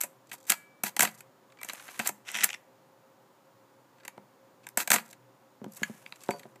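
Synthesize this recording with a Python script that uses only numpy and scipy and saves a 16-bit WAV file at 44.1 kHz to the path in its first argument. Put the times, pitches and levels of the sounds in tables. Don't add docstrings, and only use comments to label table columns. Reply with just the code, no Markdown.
import sys
import numpy as np
from scipy import signal
from scipy.fft import rfft, irfft
from scipy.io import wavfile
from scipy.ndimage import uniform_filter1d

SR = 44100
rng = np.random.default_rng(int(sys.argv[2]) if len(sys.argv) > 2 else 0)


def digitize_waveform(pressure):
    field = np.atleast_2d(pressure).T
    bounded = np.clip(field, -1, 1)
    quanta = np.round(bounded * 32767).astype(np.int16)
    wavfile.write(sys.argv[1], SR, quanta)


N = 291060
TIME = np.arange(N) / SR

# pitch_hz, relative_db
ROOM_COLOUR = [(18, -83), (30, -54.5), (85, -27.5), (110, -9.5), (216, -10), (267, -7), (384, -10),
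               (426, -14), (524, -9.5), (662, -12.5), (928, -9.5), (2430, -25.5), (6880, -31.5),
               (10200, -34.5), (15000, -31.5)]
FILM_COLOUR = [(300, -14), (1000, 3), (2200, -0.5), (4700, -10), (6500, -3), (10300, -7), (11300, -2.5),
               (12400, -9), (15000, -12)]
# pitch_hz, width_hz, level_db
ROOM_HUM = [(123.7, 3.8, -73), (389, 5, -76), (534.2, 8.3, -68), (6900, 170, -86)]
# pitch_hz, width_hz, gain_db
ROOM_MODES = [(138.5, 2, -2), (168, 5.5, 0.5), (201, 8.1, -11)]
FRAME_MODES = [(193.3, 63, -8), (329.7, 180, -9), (522, 240, -8.5), (706, 140, -3), (835, 90, -2.5),
               (968.4, 61, -1.5)]
PLATE_MODES = [(1296, 270, -2), (1632, 180, 0.5), (1974, 170, -1), (2230, 260, -2.5), (2597, 280, -2.5),
               (3180, 360, -6.5), (3900, 800, -7), (4682, 400, -4.5)]
STEEL_MODES = [(6150, 1400, -7), (6600, 270, -2), (7260, 350, -3), (8170, 520, -3.5), (8830, 470, -5.5),
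               (10800, 1900, -7.5), (11860, 970, -1.5), (14300, 1300, -7), (15060, 1000, -8.5)]
CASSETTE_MODES = [(1434, 280, -6), (1995, 200, -0.5), (2584, 410, -3), (3490, 540, -7), (5670, 740, -9),
                  (7500, 1500, -11), (11660, 2100, -18)]
# pitch_hz, fade_multiplier, gain_db
BODY_MODES = [(162, 0.99, -4.5), (214, 3.3, -5), (271, 1.5, -2), (375, 1, 0), (491, .6, -5), (577, 1, -2),
              (716, 0.56, -1), (865, 0.37, -7), (970, 0.94, -6.5), (1340, 0.36, -4), (1500, 0.73, -7)]

# start_s, gain_db
MIRROR_LIFTS = [(0.8348, -2), (4.7724, 2)]
SHUTTER_RUNS = [(0.993, -0.5), (4.9029, 0.13)]
LEVER_SNAPS = [(0.5005, 0.5), (2.4411, 1)]
# start_s, stop_s, ticks_per_s, level_db, centre_hz
LOOSE_TICKS = [(0.27, 0.47, 70, -60, 5660), (1.10, 1.20, 140, -60, 7600), (1.48, 1.61, 70, -57.5, 2400),
               (1.74, 1.98, 45, -50.5, 2300), (3.98, 4.04, 140, -63, 2180), (4.63, 4.66, 120, -64, 2780),
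               (5.048, 5.13, 130, -58.5, 7200), (5.70, 5.786, 45, -52.5, 9500),
               (6.15, 6.45, 45, -56.5, 4730)]
# start_s, level_db, rise_s, hold_s, fall_s
FILM_SLIDES = [(1.60, -53, 0.066, 0.40, 0.076), (5.68, -55, 0.13, 0.022, 0.47),
               (6.17, -57.5, 0.13, 0.01, 0.22)]
CASSETTE_PULLS = [(2.25, -42.5, 0.038, 0.014, 0.049), (2.322, -38, 0.031, 0.088, 0.05),
                  (2.47, -55.5, 0.014, 0.05, 0.026)]
# start_s, level_db
CASSETTE_JOLTS = [(2.2835, -40), (2.288, -36), (2.3435, -31.5), (2.3512, -28.5), (2.362, -31.5),
                  (2.3861, -30.5), (2.4071, -30), (2.413, -33), (2.4252, -32), (2.4335, -23.5),
                  (2.490, -34.5), (2.5005, -39), (2.5041, -35), (2.5298, -36.5), (2.5402, -38),
                  (2.5445, -37)]
# start_s, pitch_hz, level_db, fade_s
METAL_RINGS = [(0.502, 2309, -50, 0.92), (0.502, 1680, -51, 0.6), (0.502, 4597, -58, 0.22),
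               (0.502, 6072, -50, 0.19), (1.028, 1007, -53, 0.33), (1.588, 2330, -52, 0.41),
               (4.081, 2309, -67.5, 0.73), (5.832, 1680, -21.5, 0.05), (5.832, 2630, -35, .025),
               (5.832, 4330, -32, 0.018), (5.832, 6350, -31, 0.02), (5.833, 6900, -28.5, 0.029),
               (6.311, 4600, -45, .17)]
# start_s, base_level_db, centre_hz, base_fade_s
HAND_KNOCKS = [(0.836, -43, 198, 0.048), (1.995, -34, 260, 0.042), (2.091, -44.5, 136, 0.11),
               (4.178, -45.5, 260, .05), (5.617, -37.5, 225, 0.062), (5.642, -38.5, 305.4, 0.055),
               (5.664, -35, 188, 0.046), (5.819, -33.5, 194, 0.036), (5.898, -36, 195, 0.033),
               (6.2903, -22, 654, 0.078), (6.338, -38.5, 680, 0.2), (6.4553, -44.5, 550, 0.068)]
# delay_s, base_level_db, centre_hz, base_fade_s
SHUTTER_KNOCKS = [(0.006, -38, 174, 0.08), (0.033, -41, 151.8, 0.13)]
# start_s, level_db, speed_up_s, run_down_s, steel_offset_db
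WINDING_GEARS = [(0.318, -47, 0.013, 0.023, 3.5), (0.467, -48, 0.025, 0.0064, 5),
                 (0.501, -33.5, 0.0081, 0.036, -2.5), (2.000, -45.5, 0.0092, 0.043, -1.5),
                 (2.044, -37.5, 0.023, 0.03, -0.5), (2.441, -42.5, 0.0085, 0.024, -4)]
# delay_s, then the same columns
MIRROR_GEARS = [(0.006, -37.5, 0.025, 0.03, 3.5)]
SHUTTER_GEARS = [(-0.002, -31, 0.018, 0.015, 5.5), (0.027, -31, 0.013, 0.03, 0),
                 (0.067, -41, 0.01, 0.028, -3.5)]
# start_s, base_level_db, frame_offset_db, steel_offset_db, base_fade_s
SINGLE_CLICKS = [(0.0054, -35, -11, 5.5, 0.13), (0.0125, -48, 0.5, 25, 0.0046),
                 (0.0338, -36.5, -1, 9, 0.05), (0.3139, -37, -13, -6.5, 0.04),
                 (0.3369, -54.5, 9.5, 10.5, 0.016), (0.5196, -24.5, -13.5, 2.5, 0.0079),
                 (1.2052, -48.5, -10, 3, 0.019), (1.6135, -46, -2, -1, 0.0098),
                 (1.6307, -37, -15, 0, 0.012), (1.646, -48, 1.5, 10, 0.016), (1.686, -38, -13, -0.5, 0.021),
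                 (1.6953, -32.5, -11, -6, 0.03), (1.733, -45, 1, 7.5, 0.012),
                 (1.8851, -43, -4.5, -20, 0.022), (1.9922, -33, -9, 0.5, 0.0058),
                 (1.9951, -25.5, -6.5, -9.5, 0.04), (2.0561, -34, -2.5, -8, 0.053),
                 (2.0724, -37, -17, 16.5, 0.016), (2.0891, -34.5, 1.5, 6, 0.031),
                 (2.3153, -53.5, 0, 14, 0.01), (2.3713, -42.5, -5, 4.5, 0.008),
                 (4.0495, -44.5, -7, -1.5, 0.03), (4.0786, -38, -5.5, -0.5, 0.011),
                 (4.1775, -52, 10, -16, 0.0067), (4.667, -40.5, -6.5, -2, 0.015),
                 (4.6883, -52.5, -10, 9, 0.0047), (5.128, -49, -9, 0, 0.026), (5.6425, -48, 3, -6, 0.0057),
                 (5.77, -52.5, -20, 9, 0.039), (5.8312, -25.5, -24, -10.5, 0.013),
                 (6.062, -40.5, -16.5, -27, 0.0048), (6.1233, -39, -10.5, -17, 0.0057),
                 (6.235, -55, -7, 8, 0.012), (6.306, -33, -0.5, -4.5, 0.024), (6.3932, -49, -29, 0, 0.029),
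                 (6.4307, -50, -18, -42, 0.02), (6.557, -57, 4.5, -4, 0.024)]
# delay_s, then the same columns
MIRROR_HITS = [(0.0, -27.5, -1, 6.5, 0.025), (0.009, -37, -9, 3.5, 0.044), (0.0285, -32, -8.5, -4, 0.03)]
SHUTTER_HITS = [(-0.0286, -31, -4.5, 1.5, 0.019), (0.0, -21, -6.5, 2.5, 0.0125),
                (0.0129, -18, -11, 2, 0.012), (0.0272, -22.5, -6, 4, 0.045), (0.0349, -26.5, 1.5, 8, 0.045),
                (0.0417, -33, -5, -5, 0.026), (0.0566, -24, -7.5, -3.5, 0.022),
                (0.0807, -35.5, -4.5, -9, 0.0068)]
LEVER_HITS = [(-0.0043, -27, -31.5, 4.5, 0.013), (-0.0001, -24, -12.5, 9, 0.018)]


def gain(db):
    return 10 ** (np.asarray(db) / 20)


def unit(x):
    return x / np.sqrt(np.mean(x ** 2))


def fade(t, fade_s):
    return np.exp(-np.log(1000) * t / fade_s)


def add(out, start_s, x):
    i = max(int(start_s * SR), 0)
    out[i:i + len(x)] += x[:max(N - i, 0)]


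def resonate(x, modes):
    out = 0
    for k, (hz, width, db) in enumerate(modes):
        b, a = signal.iirpeak(hz, hz / width, fs=SR)
        out = out + (-1) ** k * gain(db) * signal.lfilter(b, a, x)
    return out


def struck(modes, centre_hz, octaves):
    return [(hz, width, db - 3 * (np.log2(hz / centre_hz) / octaves) ** 2) for hz, width, db in modes]


def blow(x, db):
    return x * gain(db) * np.sqrt(0.005 * SR / np.sum(x ** 2))


def noise(colour):
    hz, db = np.transpose(colour)
    bins_hz = np.maximum(np.arange(N // 2 + 1) * SR / N, 1)
    shape = gain(np.interp(np.log(bins_hz), np.log(hz), db))
    return unit(irfft(rfft(rng.standard_normal(N)) * shape, N))


def impacts(per_s, scatter_db):
    chance, size = rng.random(N), rng.standard_normal(N)
    return (chance < per_s / SR) * np.sign(size) * gain(np.abs(scatter_db * size))


def repeat(pattern, moves):
    return [(start + delay, move_db + db, *rest)
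            for start, move_db in moves for delay, db, *rest in pattern]


def ramp(start_s, delays_s, levels_db):
    return gain(np.interp(TIME - start_s, delays_s, levels_db, left=-np.inf, right=-np.inf))


def swells(strokes, ends_db=-20):
    return sum(gain(db) * ramp(start, np.cumsum([0, rise, hold, fall]), [ends_db, 0, 0, ends_db])
               for start, db, rise, hold, fall in strokes)


def room_tone(hush_db=-62.5):
    hum = sum(gain(db) * unit(resonate(rng.standard_normal(N), [(hz, width, 0)]))
              for hz, width, db in ROOM_HUM)
    return noise(ROOM_COLOUR) * gain(hush_db) + hum


def room_echo(x, early_db=-15, late_db=-23, split_hz=3000, gap_s=0.0065):
    t = TIME[:SR // 2]
    near, far = rng.standard_normal((2, len(t)))
    low = signal.sosfilt(signal.butter(2, split_hz, fs=SR, output="sos"), far)
    early = near * fade(t, fade_s=0.079)
    late = low * fade(t, fade_s=0.44) + (far - low) * fade(t, fade_s=0.29)
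    echoes = gain(early_db) * early / np.linalg.norm(early) + gain(late_db) * late / np.linalg.norm(late)
    out = np.zeros(N)
    add(out, gap_s, signal.fftconvolve(x, echoes)[:N])
    return out


def loose_ticks(fade_s=0.027, scatter_db=3.0):
    out, t = np.zeros(N), TIME[:1024]
    for start, stop, per_s, db, centre_hz in LOOSE_TICKS:
        modes = struck(PLATE_MODES + STEEL_MODES, centre_hz, octaves=0.8)
        ticks_now = (rng.random(N) < per_s / SR) & (TIME > start) & (TIME < stop)
        for tick_s in TIME[ticks_now]:
            tick = resonate(rng.standard_normal(len(t)) * fade(t, fade_s), modes)
            add(out, tick_s, blow(tick, db + scatter_db * rng.standard_normal()))
    return out


def film_hiss(grip_db=2.5):
    grip = unit(uniform_filter1d(rng.standard_normal(N), size=160))
    return noise(FILM_COLOUR) * swells(FILM_SLIDES) * gain(grip_db * grip)


def cassette_scrape(frame_db=-14):
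    slips = impacts(per_s=5000, scatter_db=3)
    shell = unit(resonate(slips, CASSETTE_MODES))
    frame = unit(resonate(slips, FRAME_MODES))
    return (shell + gain(frame_db) * frame) * swells(CASSETTE_PULLS)


def cassette_jolts(fade_s=0.0097, rise_s=0.0007, frame_db=-17):
    out, t = np.zeros(N), TIME[:2048]
    shell_modes = struck(CASSETTE_MODES, centre_hz=2950, octaves=0.98)
    for start, db in CASSETTE_JOLTS:
        force = rng.standard_normal(len(t)) * fade(t, fade_s) * (1 - np.exp(-t / rise_s))
        add(out, start, blow(resonate(force, shell_modes), db))
        add(out, start, blow(resonate(force, FRAME_MODES), db + frame_db))
    return out


def ringing_metal():
    out, t = np.zeros(N), TIME[:SR]
    for start, hz, db, fade_s in METAL_RINGS:
        add(out, start, gain(db) * np.sin(2 * np.pi * hz * t) * fade(t, fade_s))
    return out


def body_knocks(detune=0.05, boost_db=2.0, bass_cut_hz=135):
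    out, t = np.zeros(N), TIME[:8192]
    for start, db, centre_hz, fade_s in repeat(SHUTTER_KNOCKS, SHUTTER_RUNS) + HAND_KNOCKS:
        modes = struck(BODY_MODES, centre_hz, octaves=0.68)
        shifts = 1 + detune * rng.standard_normal(len(modes))
        ring = sum(gain(mode_db) * np.sin(2 * np.pi * hz * shift * t) * fade(t, fade_s * multiplier)
                   for (hz, multiplier, mode_db), shift in zip(modes, shifts))
        add(out, start, blow(-ring, db + boost_db))
    return signal.sosfilt(signal.butter(3, bass_cut_hz, "high", fs=SR, output="sos"), out)


def gears(ends_db=-11, frame_db=-6):
    teeth = impacts(per_s=4500, scatter_db=2.5)
    drive, steel_drive = np.zeros(N), np.zeros(N)
    runs = repeat(MIRROR_GEARS, MIRROR_LIFTS) + repeat(SHUTTER_GEARS, SHUTTER_RUNS) + WINDING_GEARS
    for start, db, up, down, steel_db in runs:
        swell = gain(db) * ramp(start, [0, up, up + down], [ends_db, 0, ends_db])
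        drive = np.maximum(drive, swell)
        steel_drive = np.maximum(steel_drive, swell * gain(steel_db))
    parts = [(FRAME_MODES, drive * gain(frame_db)), (PLATE_MODES, drive), (STEEL_MODES, steel_drive)]
    return sum(resonate(teeth * push, modes) / np.std(resonate(teeth, modes)) for modes, push in parts)


def clicks(frame_trim_db=-1.0, plate_trim_db=-0.6, steel_trim_db=-1.37, fade_scale=0.8, rise_s=0.0012):
    out, t = np.zeros(N), TIME[:4096]
    bass_cut = signal.butter(2, 1050, "high", fs=SR, output="sos")
    hits = (repeat(MIRROR_HITS, MIRROR_LIFTS) + repeat(SHUTTER_HITS, SHUTTER_RUNS)
            + repeat(LEVER_HITS, LEVER_SNAPS) + SINGLE_CLICKS)
    for start, db, frame_db, steel_db, fade_s in hits:
        plate_hz = 1886 * 2 ** (-0.02 * frame_db)
        steel_hz = min(8200 * 2 ** (0.026 * steel_db), 9600)
        force = rng.standard_normal((3, len(t))) * fade(t, fade_s * fade_scale)
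        force *= 1 - np.exp(-t / rise_s)
        force[:, 0] += 0.22
        frame = resonate(force[0], FRAME_MODES)
        plates = resonate(signal.sosfilt(bass_cut, force[1]), struck(PLATE_MODES, plate_hz, octaves=0.6))
        steel = resonate(force[2], struck(STEEL_MODES, steel_hz, octaves=0.57))
        add(out, start, blow(frame, db + frame_db + frame_trim_db))
        add(out, start, blow(plates, db + plate_trim_db))
        add(out, start, blow(steel, db + steel_db + steel_trim_db))
    return out


def scene():
    background = room_tone()
    camera = (clicks() + gears() + cassette_scrape() + cassette_jolts()
              + body_knocks() + ringing_metal() + film_hiss())
    room = room_echo(camera) + resonate(camera, ROOM_MODES)
    return (background + room + loose_ticks() + camera)[None]


def record(dry, bass_hz=105, top_hz=15400):
    thin = signal.sosfilt(signal.butter(3, bass_hz, "high", fs=SR, output="sos"), dry)
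    return signal.sosfilt(signal.ellip(10, 0.2, 70, top_hz, fs=SR, output="sos"), thin)


dry = scene()
out = record(dry)
digitize_waveform(out)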